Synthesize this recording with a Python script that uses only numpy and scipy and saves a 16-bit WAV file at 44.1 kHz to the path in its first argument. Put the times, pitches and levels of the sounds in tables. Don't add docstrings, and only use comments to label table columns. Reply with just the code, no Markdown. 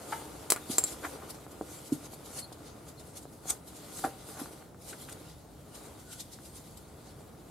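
import sys
import numpy as np
from scipy import signal
from scipy.fft import rfft, irfft, next_fast_len
from scipy.io import wavfile
from scipy.ndimage import uniform_filter1d

SR = 44100
rng = np.random.default_rng(int(sys.argv[2]) if len(sys.argv) > 2 else 0)


def to_wav(sig):
    pcm = np.clip(np.atleast_2d(sig), -1, 1) * 32767
    pcm = np.round(pcm).astype(np.int16)
    wavfile.write(sys.argv[1], SR, pcm.T)


N = 330749
T = np.arange(N) / SR
HIT_T = T[:SR // 3]
TOP_HZ = 15700

# freq_hz, gain_db
SIDE_EQ = [(60, -20), (200, -11.5), (400, -9.5), (700, -4.5), (2400, -6), (4400, -5), (8000, -2),
           (15000, -4)]
# freq_hz, gain_db
GARAGE_EQ = [(25, -29.5), (40, -17), (56, -0.5), (78, 0.5), (100, -1), (145, 0.5), (190, -3.5), (300, -5),
             (370, -8.5), (750, -12.5), (1400, -23.5), (2500, -35), (9000, -35.5), (16000, -38)]
# pitch_hz, level_db, t60_s
BRACKET_MODES = [(857, -4, 0.11), (899, 7.5, 0.083), (1283, -2, 0.055), (1307, 3, 0.062), (1654, -4, 0.067),
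                 (2050, -6, .07), (2910, -5, .05)]
# start_s, level_db
BRACKET_TAPS = [(0.1208, -40), (0.1253, -30.5), (0.1324, -35.5), (.135, -36.5)]
# pitch_hz, level_db, t60_s
HOUSING_MODES = [(152, -0.5, 0.16), (302, 9, 0.11), (431, -2, 0.25), (767.5, -6, 0.51), (1218, 10, 0.049),
                 (1418, 14.5, 0.033), (1450, -15, 0.086), (1800, -19, 0.095), (2010, -10, 0.11)]
# start_s, level_db, pitch_hz, width_hz
SOFT_KNOCKS = [(0.699, -30.5, 254, 130), (1.4657, -48.5, 993, 1100), (1.6113, -31.5, 520, 620),
               (1.6205, -40.5, 367, 350), (1.9214, -22, 277.6, 33.2), (1.922, -31, 155, 24.9),
               (2.134, -47, 600, 700), (2.519, -46, 690, 600), (3.254, -45, 650, 500),
               (3.456, -44.5, 590, 400), (3.992, -46.5, 1500, 1500), (4.0398, -26.5, 783, 26.6),
               (4.041, -33.5, 1390, 150), (4.0476, -31, 600, 700), (4.415, -35, 280, 50),
               (4.459, -46.5, 1270, 900), (4.577, -58, 1700, 2000), (4.625, -53, 1700, 2000),
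               (4.7463, -53.5, 1300, 2000), (6.388, -54, 1600, 500)]
# peak_s, level_db, rise_s, fall_s, pitch_hz, width_hz
HOUSING_SCRAPES = [(0.131, -35.5, 0.0056, 0.0051, 1300, 1506), (0.566, -41, 0.0035, 0.012, 1200, 1990),
                   (1.047, -30.5, 0.0068, 0.012, 1180, 1210), (1.225, -43, 0.0056, 0.007, 990, 494),
                   (2.39, -53, 0.036, 0.014, 1290, 2500), (3.503, -44, 0.026, 0.023, 790, 880),
                   (4.045, -36.5, 0.0051, 0.0064, 1250, 350), (4.048, -30.5, 0.0034, 0.018, 436, 400),
                   (4.4, -46.5, 0.055, .035, 690, 890), (4.931, -42.5, 0.003, 0.0071, 2100, 1900),
                   (5.089, -47.5, 0.0055, 0.01, 2430, 2470), (6.13, -56, 0.046, 0.033, 1454, 90)]
# peak_s, level_db, half_length_s, pitch_hz, width_hz
RUBBER_SQUEAKS = [(2.44, -48.5, 0.02, 4300, 230), (2.442, -50.5, 0.011, 10080, 300),
                  (2.987, -56.5, 0.0083, 4210, 300), (3.502, -37, .022, 6750, 1400),
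                  (3.504, -28.5, .008, 8000, 1000)]
# pitch_hz, level_db, t60_s
PART_MODES = [(7260, -20, 0.066), (7370, -4.5, 0.08), (7400, -1, 0.095), (7590, -10, 0.065),
              (7900, -11.5, 0.12), (8600, -14.5, 0.1), (8500, -22, .11), (8900, -15.5, .11),
              (12200, -29, .08)]
# start_s, level_db, ring_db, clack_db
STEEL_CLICKS = [(0.5016, -32, -25, -4.5), (0.5032, -22.5, -26, -35), (0.5076, -30, -22, -12.5),
                (0.521, -24, -21, -3), (0.522, -28.5, -19, -22), (0.5619, -44.5, -9, 6),
                (0.7831, -24, 2, -7), (0.839, -32.5, 6, -10), (0.866, -48, -9, -12.5)]
# freq_hz, gain_db
CRACK_EQ = [(1500, -20), (2300, -5), (2900, -9.5), (4200, -2), (6300, -1.5), (7700, 3), (9500, 6),
            (12000, 2), (14000, -10), (16000, -5)]
# freq_hz, gain_db
CLACK_EQ = [(40, -32.5), (110, -17), (280, 4), (520, 8.5), (800, 1.5), (1300, 4), (1800, -2.5),
            (2300, -0.5), (3000, -14), (6000, -43)]
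# time_s, hiss_db, rasp_db
RUB_LEVELS = [(0, -54, -48), (.47, -57, -50), (.65, -53.5, -53.5), (1.15, -55.5, -49), (1.5, -61.5, -55),
              (1.85, -56.5, -54), (2.2, -60, -55.5), (2.75, -62, -54), (3.36, -67.5, -62),
              (3.62, -66, -59.5), (3.85, -55.5, -54.5), (4.62, -60.5, -55), (4.78, -77, -69),
              (4.88, -61, -59), (5.17, -60.5, -53.5), (5.45, -65.5, -66.5), (5.88, -61, -53.5),
              (6.2, -60, -67.5), (7.0, -63, -57), (7.5, -65.5, -60)]
# freq_hz, gain_db
HISS_EQ = [(1200, -31.5), (2000, -2.5), (2600, -6.5), (3500, -2), (4500, -2.5), (5700, -7), (8000, -3),
           (11000, -1.5), (13100, -7), (15100, -15), (16000, -29)]
# freq_hz, gain_db
RASP_EQ = [(100, -13.5), (280, 5.5), (520, 8), (780, 3.5), (1050, 0.5), (1430, -3), (1750, -8), (2200, -10),
           (3000, -13), (6000, -39)]
# peak_s, level_db, rise_s, fall_s, brightest_hz
GLOVE_STROKES = [(.125, -46, 0.056, 0.11, 8400), (.43, -54, 0.046, 0.032, 7500),
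                 (0.716, -34, 0.015, 0.049, 8000), (.88, -44, .016, 0.038, 7300),
                 (.93, -45, 0.022, 0.012, 7000), (1.05, -47, .028, 0.091, 9500),
                 (1.306, -41, 0.0096, 0.01, 11500), (1.35, -52.5, 0.012, 0.019, 5080),
                 (1.52, -53, 0.011, 0.012, 9000), (1.73, -49, 0.07, 0.074, 8500),
                 (1.88, -51.5, .03, .01, 9500), (1.928, -43.5, .005, 0.024, 8800),
                 (2.06, -49.5, 0.034, 0.013, 6000), (2.14, -47.5, 0.019, 0.012, 9300),
                 (2.26, -51.5, .012, 0.02, 8430), (2.394, -39.5, .05, .018, 7700),
                 (2.528, -48, 0.0033, .008, 5200), (2.67, -53, 0.029, 0.036, 4720),
                 (2.89, -50.5, 0.02, 0.024, 8500), (3, -52.5, 0.01, 0.022, 7000),
                 (3.07, -55.5, .015, .055, 7500), (3.175, -43, 0.013, 0.014, 7260),
                 (3.23, -55.5, 0.014, 0.02, 8000), (3.33, -59, 0.027, .06, 11000),
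                 (3.5, -37.5, 0.024, 0.031, 9000), (3.505, -32, 0.0042, 0.0046, 9500),
                 (3.68, -51, 0.014, 0.032, 10000), (3.77, -51, 0.022, 0.027, 7000),
                 (3.99, -42.5, 0.062, 0.043, 9000), (4.05, -43.5, 0.019, 0.018, 8700),
                 (4.29, -48, .035, 0.083, 9400), (4.4, -45, 0.018, 0.052, 9300),
                 (4.53, -56.5, .012, 0.013, 8500), (4.82, -61, .006, 0.017, 8500),
                 (4.899, -45, 0.04, 0.036, 7750), (5.02, -49, 0.032, 0.04, 9500),
                 (5.095, -49.5, .0073, .011, 9000), (5.128, -46, .0094, .008, 9500),
                 (5.3, -57, 0.11, 0.048, 4460), (5.755, -48.5, 0.015, 0.024, 7000),
                 (5.86, -54, 0.064, 0.035, 9500), (6, -55, 0.01, .025, 8500),
                 (6.13, -44.5, 0.023, 0.024, 6640), (6.207, -39.5, .012, 0.014, 6200),
                 (6.336, -46.5, .015, .013, 7300), (6.46, -52, 0.04, 0.04, 9500),
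                 (6.57, -49.5, 0.021, 0.029, 7500), (6.67, -58.5, 0.064, 0.077, 9500),
                 (6.774, -48, .002, 0.008, 11500), (7.075, -57.5, .04, 0.046, 4800),
                 (7.21, -59, .014, 0.011, 8500)]


def undb(db):
    return 10 ** (np.asarray(db) / 20)


def unit(x):
    return x / np.sqrt(np.mean(x ** 2))


def burst(x):
    return x * np.sqrt(.01 * SR / np.mean(np.sum(x ** 2, axis=-1)))


def add(out, start_s, x):
    i = int(start_s * SR)
    out[:, i:i + x.shape[-1]] += x[..., :N - i]


def eq(x, points):
    size = next_fast_len(x.shape[-1] + 4096, True) // 2 * 2
    hz, db = np.transpose(points)
    bin_hz = np.arange(size // 2 + 1) * SR / size
    log_gain = np.log(undb(np.interp(np.log(bin_hz + 1), np.log(hz), db)))
    cepstrum = irfft(log_gain)[:size // 2]
    cepstrum[1:] *= 2
    return irfft(rfft(x, size) * np.exp(rfft(cepstrum, size)))[..., :x.shape[-1]]


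def resonate(x, hz, width_hz):
    q = hz / min(width_hz, SR / 3)
    return signal.lfilter(*signal.iirpeak(min(hz, SR / 3), q, fs=SR), x)


def delay(x, lag_s):
    size = next_fast_len(N, True)
    bin_hz = np.arange(size // 2 + 1) * SR / size
    return irfft(rfft(x, size) * np.exp(-2j * np.pi * bin_hz * lag_s), size)[:N]


def ring(modes):
    return sum(undb(db - 60 * HIT_T / t60) * np.cos(2 * np.pi * hz * HIT_T) for hz, db, t60 in modes)


def wander(rate_hz):
    hold = int(SR / rate_hz)
    steps = np.repeat(rng.standard_normal(N // hold + 1), hold)
    return 1.2 * uniform_filter1d(steps, hold)[:N]


def swell(peak_s, rise_s, fall_s):
    distance = np.where(T < peak_s, (peak_s - T) / rise_s, (T - peak_s) / fall_s)
    return np.exp(-np.minimum(distance, 20))


def slips(spread_db):
    size = np.repeat(rng.standard_normal((2, N // 16 + 1)), 16, axis=1)[:, :N]
    return unit(rng.standard_normal((2, N)) * undb(spread_db * size))


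def widen(pair):
    side = eq(pair[1], SIDE_EQ)
    return np.array([pair[0] + side, pair[0] - side])


def reflect(x, wet_db, t60_s, tail_db, tail_t60_s):
    decay = undb(-60 * HIT_T / t60_s) + undb(tail_db - 60 * HIT_T / tail_t60_s)
    echoes = widen(rng.standard_normal((2, len(HIT_T)))) * decay * (HIT_T > .0012)
    response = undb(wet_db) * echoes / np.sqrt(np.sum(echoes ** 2) / 2)
    response[:, 0] = 1
    return signal.fftconvolve(x, response, axes=1)[:, :N] / np.sqrt(1 + undb(2 * wet_db))


def garage(level_db=-52.5):
    rumble = unit(widen(eq(rng.standard_normal((2, N)), GARAGE_EQ)))
    return undb(level_db + 0.21 * wander(rate_hz=4)) * rumble


def bracket():
    taps = np.zeros((1, N))
    tap = burst(resonate(ring(BRACKET_MODES), hz=1070, width_hz=1900))
    for start_s, db in BRACKET_TAPS:
        add(taps, start_s, undb(db) * tap)
    return reflect(taps, wet_db=-0.5, t60_s=0.045, tail_db=-7, tail_t60_s=0.48)


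def housing(push, ring_db):
    rung = signal.fftconvolve(push, np.atleast_2d(ring(HOUSING_MODES)), axes=1)[:, :push.shape[1]]
    return undb(ring_db) * rung * push.std() / rung.std()


def knocks():
    blows = np.zeros((1, N))
    for start_s, db, hz, width_hz in SOFT_KNOCKS:
        swing = np.exp(-np.pi * width_hz * HIT_T) * np.sin(2 * np.pi * hz * HIT_T)
        add(blows, start_s, undb(db) * burst(resonate(swing, hz, width_hz=2.2 * hz)))
    padded = eq(blows, [(60, -15), (150, -2), (1500, -2.0), (2200, -10.5)])
    near = reflect(padded, wet_db=-7, t60_s=.055, tail_db=-10, tail_t60_s=.35)
    return near + housing(padded, ring_db=-14)


def scrapes():
    grain = eq(slips(spread_db=3)[:1], [(120, -12), (250, 0), (1600, 0), (2600, -10), (7000, -20)])
    judder = sum(unit(resonate(grain, hz, width_hz)) * undb(db) * swell(peak_s, rise_s, fall_s)
                 for peak_s, db, rise_s, fall_s, hz, width_hz in HOUSING_SCRAPES)
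    near = reflect(judder, wet_db=-2.5, t60_s=0.072, tail_db=-26, tail_t60_s=0.3)
    return near + housing(judder, ring_db=-18)


def squeaks():
    grain = widen(slips(spread_db=0.5))
    out = np.zeros((2, N))
    for peak_s, db, half_length_s, hz, width_hz in RUBBER_SQUEAKS:
        tone = unit(resonate(resonate(grain, hz, width_hz), hz, width_hz))
        envelope = np.exp(-((T - peak_s) / half_length_s) ** 2)
        out += undb(db) * envelope * tone
    return out


def clicks():
    cracks, clacks, rings = np.zeros((3, 1, N))
    part_ring = burst(ring(PART_MODES))
    sweep = np.sin(np.pi * TOP_HZ * HIT_T ** 2 / .0012) * (HIT_T < .0013)
    crack = burst(eq(sweep, CRACK_EQ))
    clack = burst(eq(signal.unit_impulse(len(HIT_T)), CLACK_EQ))
    for start_s, db, ring_db, clack_db in STEEL_CLICKS:
        add(cracks, start_s, undb(db) * crack)
        add(clacks, start_s, undb(db + clack_db) * clack)
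        add(rings, start_s, undb(db + ring_db) * part_ring)
    cracks = reflect(cracks, wet_db=-4, t60_s=.06, tail_db=-22, tail_t60_s=.3)
    clacks = reflect(clacks, wet_db=-3.5, t60_s=0.052, tail_db=-12, tail_t60_s=0.38)
    rings = reflect(rings, wet_db=-9, t60_s=.015, tail_db=-24, tail_t60_s=.3)
    left, right = cracks + clacks + rings
    return np.array([delay(left, lag_s=.00001), right])


def flicker(pair, patchy_db):
    _, _, frames = signal.stft(pair, nperseg=256, noverlap=192)
    patches = uniform_filter1d(rng.standard_normal(frames.shape[1:]), size=2, axis=0)
    patches = uniform_filter1d(patches, size=36, axis=1)
    _, shimmer = signal.istft(frames * undb(patchy_db * unit(patches)), nperseg=256, noverlap=192)
    return shimmer[:, :N]


def rubbing():
    time_s, hiss_db, rasp_db = np.transpose(RUB_LEVELS)
    hiss = flicker(widen(eq(slips(spread_db=1.5), HISS_EQ)), patchy_db=2.5)
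    rasp = widen(eq(slips(spread_db=4), RASP_EQ))
    contact = undb(np.interp(T, time_s, hiss_db))
    strokes = sum(undb(db) * swell(peak_s, rise_s, fall_s)
                  for peak_s, db, rise_s, fall_s, _ in GLOVE_STROKES)
    stroke_lift = np.hypot(1, strokes / contact) ** 0.32
    hiss_gain = contact * undb(1.06 * wander(rate_hz=50))
    rasp_gain = undb(np.interp(T, time_s, rasp_db) + 0.95 * wander(rate_hz=35)) * stroke_lift
    return hiss_gain * unit(hiss) + rasp_gain * unit(rasp + housing(rasp, ring_db=-7))


def swipes():
    grain = flicker(widen(eq(slips(spread_db=2), HISS_EQ)), patchy_db=3)
    return sum(unit(resonate(grain, hz, width_hz=1.16 * hz)) * undb(db) * swell(peak_s, rise_s, fall_s)
               for peak_s, db, rise_s, fall_s, hz in GLOVE_STROKES)


def scene():
    return rubbing() + swipes() + scrapes() + squeaks() + knocks() + bracket() + clicks() + garage()


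def record(dry):
    left = eq(dry[0], [(300, 0.8), (1300, 0.27), (7000, 2.5), (10000, 1.05), (13500, -1.5)])
    right = eq(dry[1], [(300, 0.74), (1300, -1.23), (7000, 1.2), (10000, -1.0), (13500, 2.8)])
    top_cut = signal.ellip(8, .2, 70, TOP_HZ, fs=SR, output="sos")
    return signal.sosfilt(top_cut, np.array([left, right]))


dry = scene()
out = record(dry)
to_wav(out)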